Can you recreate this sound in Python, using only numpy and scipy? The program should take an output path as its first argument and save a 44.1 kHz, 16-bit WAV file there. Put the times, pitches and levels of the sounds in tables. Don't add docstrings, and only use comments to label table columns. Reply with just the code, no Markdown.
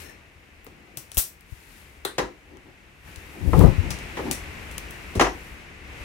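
import sys
import numpy as np
from scipy import signal
from scipy.fft import rfft, irfft, next_fast_len
from scipy.io import wavfile
from scipy.ndimage import uniform_filter1d

SR = 44100
rng = np.random.default_rng(int(sys.argv[2]) if len(sys.argv) > 2 else 0)


def materialize(psi):
    bounded = np.clip(np.atleast_2d(psi).T, -1, 1)
    quanta = np.round(bounded * 32767).astype(np.int16)
    wavfile.write(sys.argv[1], SR, quanta)


N = 266496
TIME = np.arange(N) / SR


def from_db(db):
    return 10 ** (np.asarray(db) / 20)


def rms_one(x):
    return x / np.sqrt(np.mean(x ** 2) + 1e-20)


def at_hz(points, hz):
    table_hz, value = np.transpose(points)
    return np.interp(np.log(np.maximum(hz, 1)), np.log(table_hz), value)


def pan(left_over_right_db):
    return rms_one(from_db([[left_over_right_db / 2], [-left_over_right_db / 2]]))


# frequency_hz, correlation
PORT_LIKENESS = [(60, 1), (400, 0.62), (1000, 0.062), (2000, 0.033), (5000, 0.28), (15000, 0.029)]


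def stereo_noise(size):
    alike = np.clip(at_hz(PORT_LIKENESS, np.fft.rfftfreq(size, 1 / SR)), 0, .99)
    mid, side = rfft(rng.standard_normal((2, size)))
    spectrum = np.sqrt(1 + alike) * mid + np.sqrt(1 - alike) * side * [[1], [-1]]
    return irfft(spectrum, size)


def coloured(x, colour):
    hz = np.fft.rfftfreq(N, 1 / SR) + 1
    low_skirt = 1 + (colour[0][0] / hz) ** 6
    high_skirt = 1 + (hz / colour[-1][0]) ** 8
    shape = from_db(at_hz(colour, hz)) / np.sqrt(low_skirt * high_skirt)
    return rms_one(irfft(rfft(x) * shape, N))


def flutter(rate, depth_db):
    knots = rng.standard_normal(N // 20)
    return from_db(depth_db * np.interp(TIME * rate, np.arange(len(knots)), knots))


def resonate(x, modes):
    out = 0
    for hz, width_hz, db in modes:
        r = np.exp(-np.pi * width_hz / SR)
        feed = np.array([1, 0, -1]) * (1 - r * r) / 2
        feedback = [1, -2 * r * np.cos(2 * np.pi * hz / SR), r * r]
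        out = out + from_db(db) * signal.lfilter(feed, feedback, x)
    return out


def stroke(start, hold, db, attack, release):
    before = np.maximum(start - TIME, 0) / attack
    after = np.maximum(TIME - start - hold, 0) / release
    return from_db(db - 20 * np.minimum(before + after, 10))


def strokes(rows):
    return np.max([stroke(*row) for row in rows], axis=0)


BAND_EDGES_HZ = [80, 260, 620, 1250, 3200, 7000, 11000, 16500]
BASS_LOSS_DB = 11.5


def contact_levels(db, corner_hz, rise_db, fall_db):
    edges = np.log2(np.array(BAND_EDGES_HZ) / corner_hz)
    octaves = (edges[:-1] + edges[1:]) / 2
    levels = db + rise_db * np.minimum(octaves, 0) - fall_db * np.maximum(octaves, 0)
    levels[0] -= BASS_LOSS_DB
    return levels


# frequency_hz, decay_s
ROOM_DECAY = [(150, 0.34), (400, 0.33), (1000, 0.24), (2800, 0.24), (5000, 0.27), (8000, 0.24),
              (14000, 0.22)]


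def blow(levels_db, treble_pan_db, contact_ms, room_db, modes, ring_db, gap_s, lag):
    t = TIME[:next_fast_len(SR // 3 + SR // 20)]
    build_up = 1 - np.exp(-(t / gap_s) ** 2)
    first_impact = rms_one(1.0 * (t == 0))
    ring = from_db(ring_db) * build_up * resonate(first_impact, modes)
    out = 0
    for low, high, level_db in zip(BAND_EDGES_HZ, BAND_EDGES_HZ[1:], levels_db):
        hz = np.sqrt(low * high)
        burst = rms_one(rng.standard_normal(len(t)) * np.exp(-1000 * t / contact_ms)) + ring
        late_burst = np.pad(burst, (lag, 0))[:len(t)]
        direct = np.array([burst, late_burst])
        tail = rms_one(stereo_noise(len(t)) * build_up * from_db(-60 * t / at_hz(ROOM_DECAY, hz)))
        room = from_db(room_db) * (tail + from_db(ring_db) * resonate(tail, modes))
        shade_db = treble_pan_db * min(hz / 11000, 1) ** 2
        sound = (direct * pan(1.8 * shade_db) + room * pan(.4 * shade_db)) * pan(2.5)
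        band = signal.butter(4, [low, high], "band", fs=SR, output="sos")
        sound = rms_one(signal.sosfilt(band, sound))
        out = out + from_db(level_db) * sound * np.sqrt(.01 / t[-1])
    return out


def blows(rows, modes, fall_db, ring_db, gap_s, lag):
    out = np.zeros((2, N + SR))
    for s, db, corner_hz, rise_db, contact_ms, room_db, treble_pan_db in rows:
        levels_db = contact_levels(db, corner_hz, rise_db, fall_db)
        sound = blow(levels_db, treble_pan_db, contact_ms, room_db, modes, ring_db, gap_s, lag)
        start = round(s * SR)
        out[:, start:start + sound.shape[1]] += sound
    return out[:, :N]


# time_s, level_db
AIR_LEVEL = [(0,-54), (.3,-61), (1.04,-60), (1.35,-62.5), (1.8,-58.5), (2.2,-61), (3.03,-60), (3.08,-53.5),
             (3.45,-52.5), (3.72,-45), (5.1,-48.5), (5.8,-53), (6.04,-47)]
# (per Hz, relative)
RUMBLE_SPECTRUM = [(35, 0.5), (50, 0), (70, 3), (125, -8), (160, -8), (260, -14.5), (400, -16.5)]
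HISS_SPECTRUM = [(150, -3), (330, 3), (600, -1), (1300, -2), (1650, 0), (2000, 3.5), (2650, 1.5),
                 (3300, -8.5), (4500, -14), (8000, -17)]
RUMBLE_DB, HISS_DB = 6, 6.5


def background():
    rumble = from_db(RUMBLE_DB) * coloured(stereo_noise(N), RUMBLE_SPECTRUM) * pan(4.3)
    hiss = from_db(HISS_DB) * coloured(stereo_noise(N), HISS_SPECTRUM) * pan(2.4)
    times_s, levels_db = np.transpose(AIR_LEVEL)
    return from_db(np.interp(TIME, times_s, levels_db)) * (rumble + hiss)


# start_s, hold_s, level_db, attack_s, release_s
RUB_STROKES = [(0, 0.022, -44, .05, 0.084), (1.13, .02, -58, 0.16, .2), (1.52, 0.14, -56.5, .14, .4),
               (1.72, .07, -53.5, 0.37, 0.38), (3.08, 2.4, -54.5, 0.12, 0.33),
               (3.61, 0.018, -40, 0.29, 0.15), (4.18, .1, -50, 0.12, 0.11), (6.02, .02, -54.5, 0.32, .2)]
# (per Hz, relative)
RUB_SPECTRUM = [(1500, 4), (3500, -1), (6000, -4), (9000, -2.5), (11500, -1.5), (15500, -5)]
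RUB_REST_DB = -68.5


def rubbing():
    grains = stereo_noise(N) * flutter(rate=600, depth_db=1.0)
    level = np.hypot(strokes(RUB_STROKES), from_db(RUB_REST_DB))
    return level * coloured(grains, RUB_SPECTRUM) * pan(13.3)


# start_s, hold_s, level_db, attack_s, release_s
JINGLE_STROKES = [(.06, .04, -47.5, 0.17, 0.084)]
# frequency_hz, width_hz, gain_db
JINGLE_RESONANCES = [(370, 160, 3), (1770, 90, 3), (4120, 150, -6), (5440, 160, -5), (6300, 300, -11),
                     (8400, 400, -12), (10600, 300, -12), (12300, 200, -13), (14600, 200, -14)]


def spring_jingle():
    jingle = resonate(stereo_noise(N) * flutter(rate=207, depth_db=2), JINGLE_RESONANCES)
    return strokes(JINGLE_STROKES) * rms_one(jingle) * pan(19)


# start_s, level_db, pitch_hz, length_s, left_over_right_db
JOLTS = [(0.36,-43,74.6,0.042,6), (0.966,-39,132,0.042,10), (1.171,-13,55,0.023,36),
         (1.172,-29,174,0.016,26), (1.522,-23.5,76.5,0.017,37), (2.2,-35,50,0.11,2),
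         (3.172,-28,69.6,0.016,24), (3.781,-8.5,87,0.035,38), (5.171,-14.5,79,0.019,4.5),
         (5.194,-25,51,0.16,6)]


def thumps():
    out = 0
    for s, db, hz, length, side_db in JOLTS:
        age = np.clip((TIME - s) / length, 0, 1)
        swing = np.sin(np.pi * np.sqrt(age)) * np.sin(2 * np.pi * hz * (TIME - s))
        out = out + from_db(db) * pan(side_db) / np.sqrt(2) * swing
    return out


# start_s, level_db, corner_hz, rise_db (per octave up to the corner),
# contact_ms, room_db, treble_pan_db (left over right, before the weights for direct sound and room)
STEEL_CLICKS = [(0.646,-46,16000,15,0.4,-6,40), (0.6655,-57.5,11900,-2.5,2.1,-5,32),
                (0.9718,-33,13200,3.5,3.3,-2,13), (1.1172,-41,9000,4,0.81,-3,7),
                (1.1448,-39.5,13000,6,2.5,6,11), (1.4088,-56.5,12000,5,0.7,-10,8),
                (2.1885,-46,12500,-1.5,4,-0.5,4), (2.5707,-63,9000,-2,0.86,-13,12),
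                (3.1593,-43.5,7660,4.5,1.8,-10,23), (3.5928,-37,13500,3,0.78,-9,5),
                (3.9048,-29.5,6900,2.8,7.7,1.5,10), (3.9879,-44,7500,3,1.1,-1,11),
                (4.3122,-24.5,9800,3.3,1.1,0,15), (4.7118,-46.5,10000,3,6,3,13),
                (4.7806,-34.5,9500,3,1.6,-10.5,11), (4.9078,-43.5,12000,4.5,2.6,-6,2),
                (5.152,-38.5,7700,1,7.6,3,6), (5.1965,-23.5,4030,12,14,-2,7), (5.2098,-22,5040,16,10,0.5,1)]
# frequency_hz, width_hz, gain_db
STEEL_RESONANCES = [(2700, 200, -4), (5480, 60, -1), (5830, 500, 2), (8410, 200, -6), (11150, 250, -4),
                    (12116, 18, 6), (12510, 24, 6), (12980, 30, 0), (14600, 100, -7), (15552, 25, 5)]
PORT_LAG = 14


def steel_clicks():
    return blows(STEEL_CLICKS, STEEL_RESONANCES, fall_db=13.0, ring_db=-2.0, gap_s=0.00069, lag=PORT_LAG)


BENCH_KNOCKS = [(0.6655,-40,304,6,1.2,-18,10), (2.181,-25,4100,-1,11,-3.5,3),
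                (2.1875,-24.5,1450,-0.2,9.1,0,3), (3.532,-17.5,778,2,3.9,-9.5,11),
                (3.608,-23.5,800,-0.5,17,-29,9), (3.637,-18.5,610,1,37,-2.5,9),
                (4.168,-32.5,2830,-1,24,1,7), (4.189,-26.5,600,-1,9,-3.5,7), (5.152,-24,400,-8.5,18,0.5,6),
                (5.1957,-12,1650,2.6,3.3,0.5,2), (5.2098,-13.5,1470,0.8,7.5,-7,2),
                (5.244,-16.5,1090,19,20,-9,2), (5.267,-21.5,1110,10,10,-7,2)]
# frequency_hz, width_hz, gain_db
BENCH_RESONANCES = [(242, 14, -10), (305, 30, -1), (365, 60, 5), (505, 22, 2), (746, 22, 0), (803, 20, 3),
                    (857, 18, 0), (950, 55, 2), (1050, 50, 0), (1202, 22, -2), (1350, 120, 0),
                    (1660, 260, 5), (1920, 40, 7), (2695, 25, -5), (3950, 200, -4), (5490, 80, -6)]


def bench_knocks():
    return blows(BENCH_KNOCKS, BENCH_RESONANCES, fall_db=12.5, ring_db=3, gap_s=0.0023, lag=PORT_LAG // 3)


# start_s, hold_s, level_db
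DRAG_SLIDES = [(0.715, 0.29, -56), (2.514, 0.063, -48.5), (2.682, 0.01, -48), (3.365, 0.2, -41.5),
               (3.57, .125, -27), (3.849, 0.0154, -36), (4.195, 0.017, -39), (4.261, 0.052, -29.5)]
# (per Hz, relative)
DRAG_SPECTRUM = [(71, -29), (120, -9), (224, -2), (348, -3.5), (437, -11), (870, -13), (928, -17),
                 (991, -21.5), (1940, -34), (6000, -35.5), (7800, -72), (13200, -120)]
DRAG_ATTACK_S, DRAG_RELEASE_S = 0.065, .06


def drag():
    slips = stereo_noise(N) * flutter(rate=120, depth_db=0.5)
    drone = coloured(slips + from_db(-3.0) * resonate(slips, BENCH_RESONANCES), DRAG_SPECTRUM)
    slides = [(*slide, DRAG_ATTACK_S, DRAG_RELEASE_S) for slide in DRAG_SLIDES]
    return strokes(slides) * drone * pan(4.6)


SHEATH_SNAP = [(1.1708,-27,15140,2.14,1.2,-0.5,8), (1.1755,-14.5,13000,7.2,26,8,6)]


def sheath_snap():
    return blows(SHEATH_SNAP, STEEL_RESONANCES, fall_db=13, ring_db=-1.5, gap_s=0.0016, lag=PORT_LAG)


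SPRING_RELEASE = [(2.0497,-31,11900,-0.078,4.3,-6,16), (2.052,-33.5,4340,-0.44,3.9,-1.5,8)]
# frequency_hz, width_hz, gain_db
SPRING_RESONANCES = [(380, 90, 3), (1540, 250, 2), (1720, 150, 0), (1920, 40, 1), (3650, 300, 7),
                     (4000, 150, 8), (8500, 900, -7), (11000, 600, -7)]


def spring_release():
    return blows(SPRING_RELEASE, SPRING_RESONANCES, fall_db=23, ring_db=8.5, gap_s=0.0007, lag=PORT_LAG)


# start_s, hold_s, level_db, attack_s, release_s
GUST_PUFFS = [(3.485, 0.0075, -13, 0.1, .09), (3.59, 0.01, -5.5, 0.12, 0.099),
              (3.638, 0.0087, -1.5, 0.073, 0.092), (3.8, 0.12, -25.5, .15, 0.063)]
# (per Hz, relative)
GUST_SPECTRUM = [(42, 4), (55, 1.5), (110, -1), (150, -5.5), (173, 1), (205, -11.5), (310, -12),
                 (500, -18.5), (1000, -35), (3000, -80), (13000, -70)]
GUST_ARRIVES_S, GUST_FRONT_S = 3.422, 0.03


def sleeve_gust():
    eddies = coloured(rng.standard_normal((2, N)), GUST_SPECTRUM)
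    eddies = eddies / np.sqrt(uniform_filter1d(eddies ** 2, size=2600) + 1e-9)
    coarse = signal.sosfiltfilt(signal.butter(2, 200, fs=SR, output="sos"), eddies)
    fine = eddies - coarse
    front = np.clip(1 + (TIME - GUST_ARRIVES_S) / GUST_FRONT_S, 0, 1)
    flow = strokes(GUST_PUFFS) * front
    return flow * (coarse + fine * (flow / flow.max()) ** 0.5) * from_db([[0], [-33]])


def scene():
    hands = rubbing() + spring_jingle() + thumps()
    contacts = steel_clicks() + bench_knocks() + sheath_snap() + spring_release()
    return background() + hands + contacts + drag() + sleeve_gust()


CUTOFF_HZ = 15750


def record(dry):
    bass_cut = signal.butter(2, 30, "high", fs=SR, output="sos")
    flattened = np.clip(signal.sosfilt(bass_cut, dry), -.98, .98)
    top_cut = signal.ellip(10, .05, 70, CUTOFF_HZ, fs=SR, output="sos")
    return signal.sosfiltfilt(top_cut, flattened)


dry = scene()
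out = record(dry)
materialize(out)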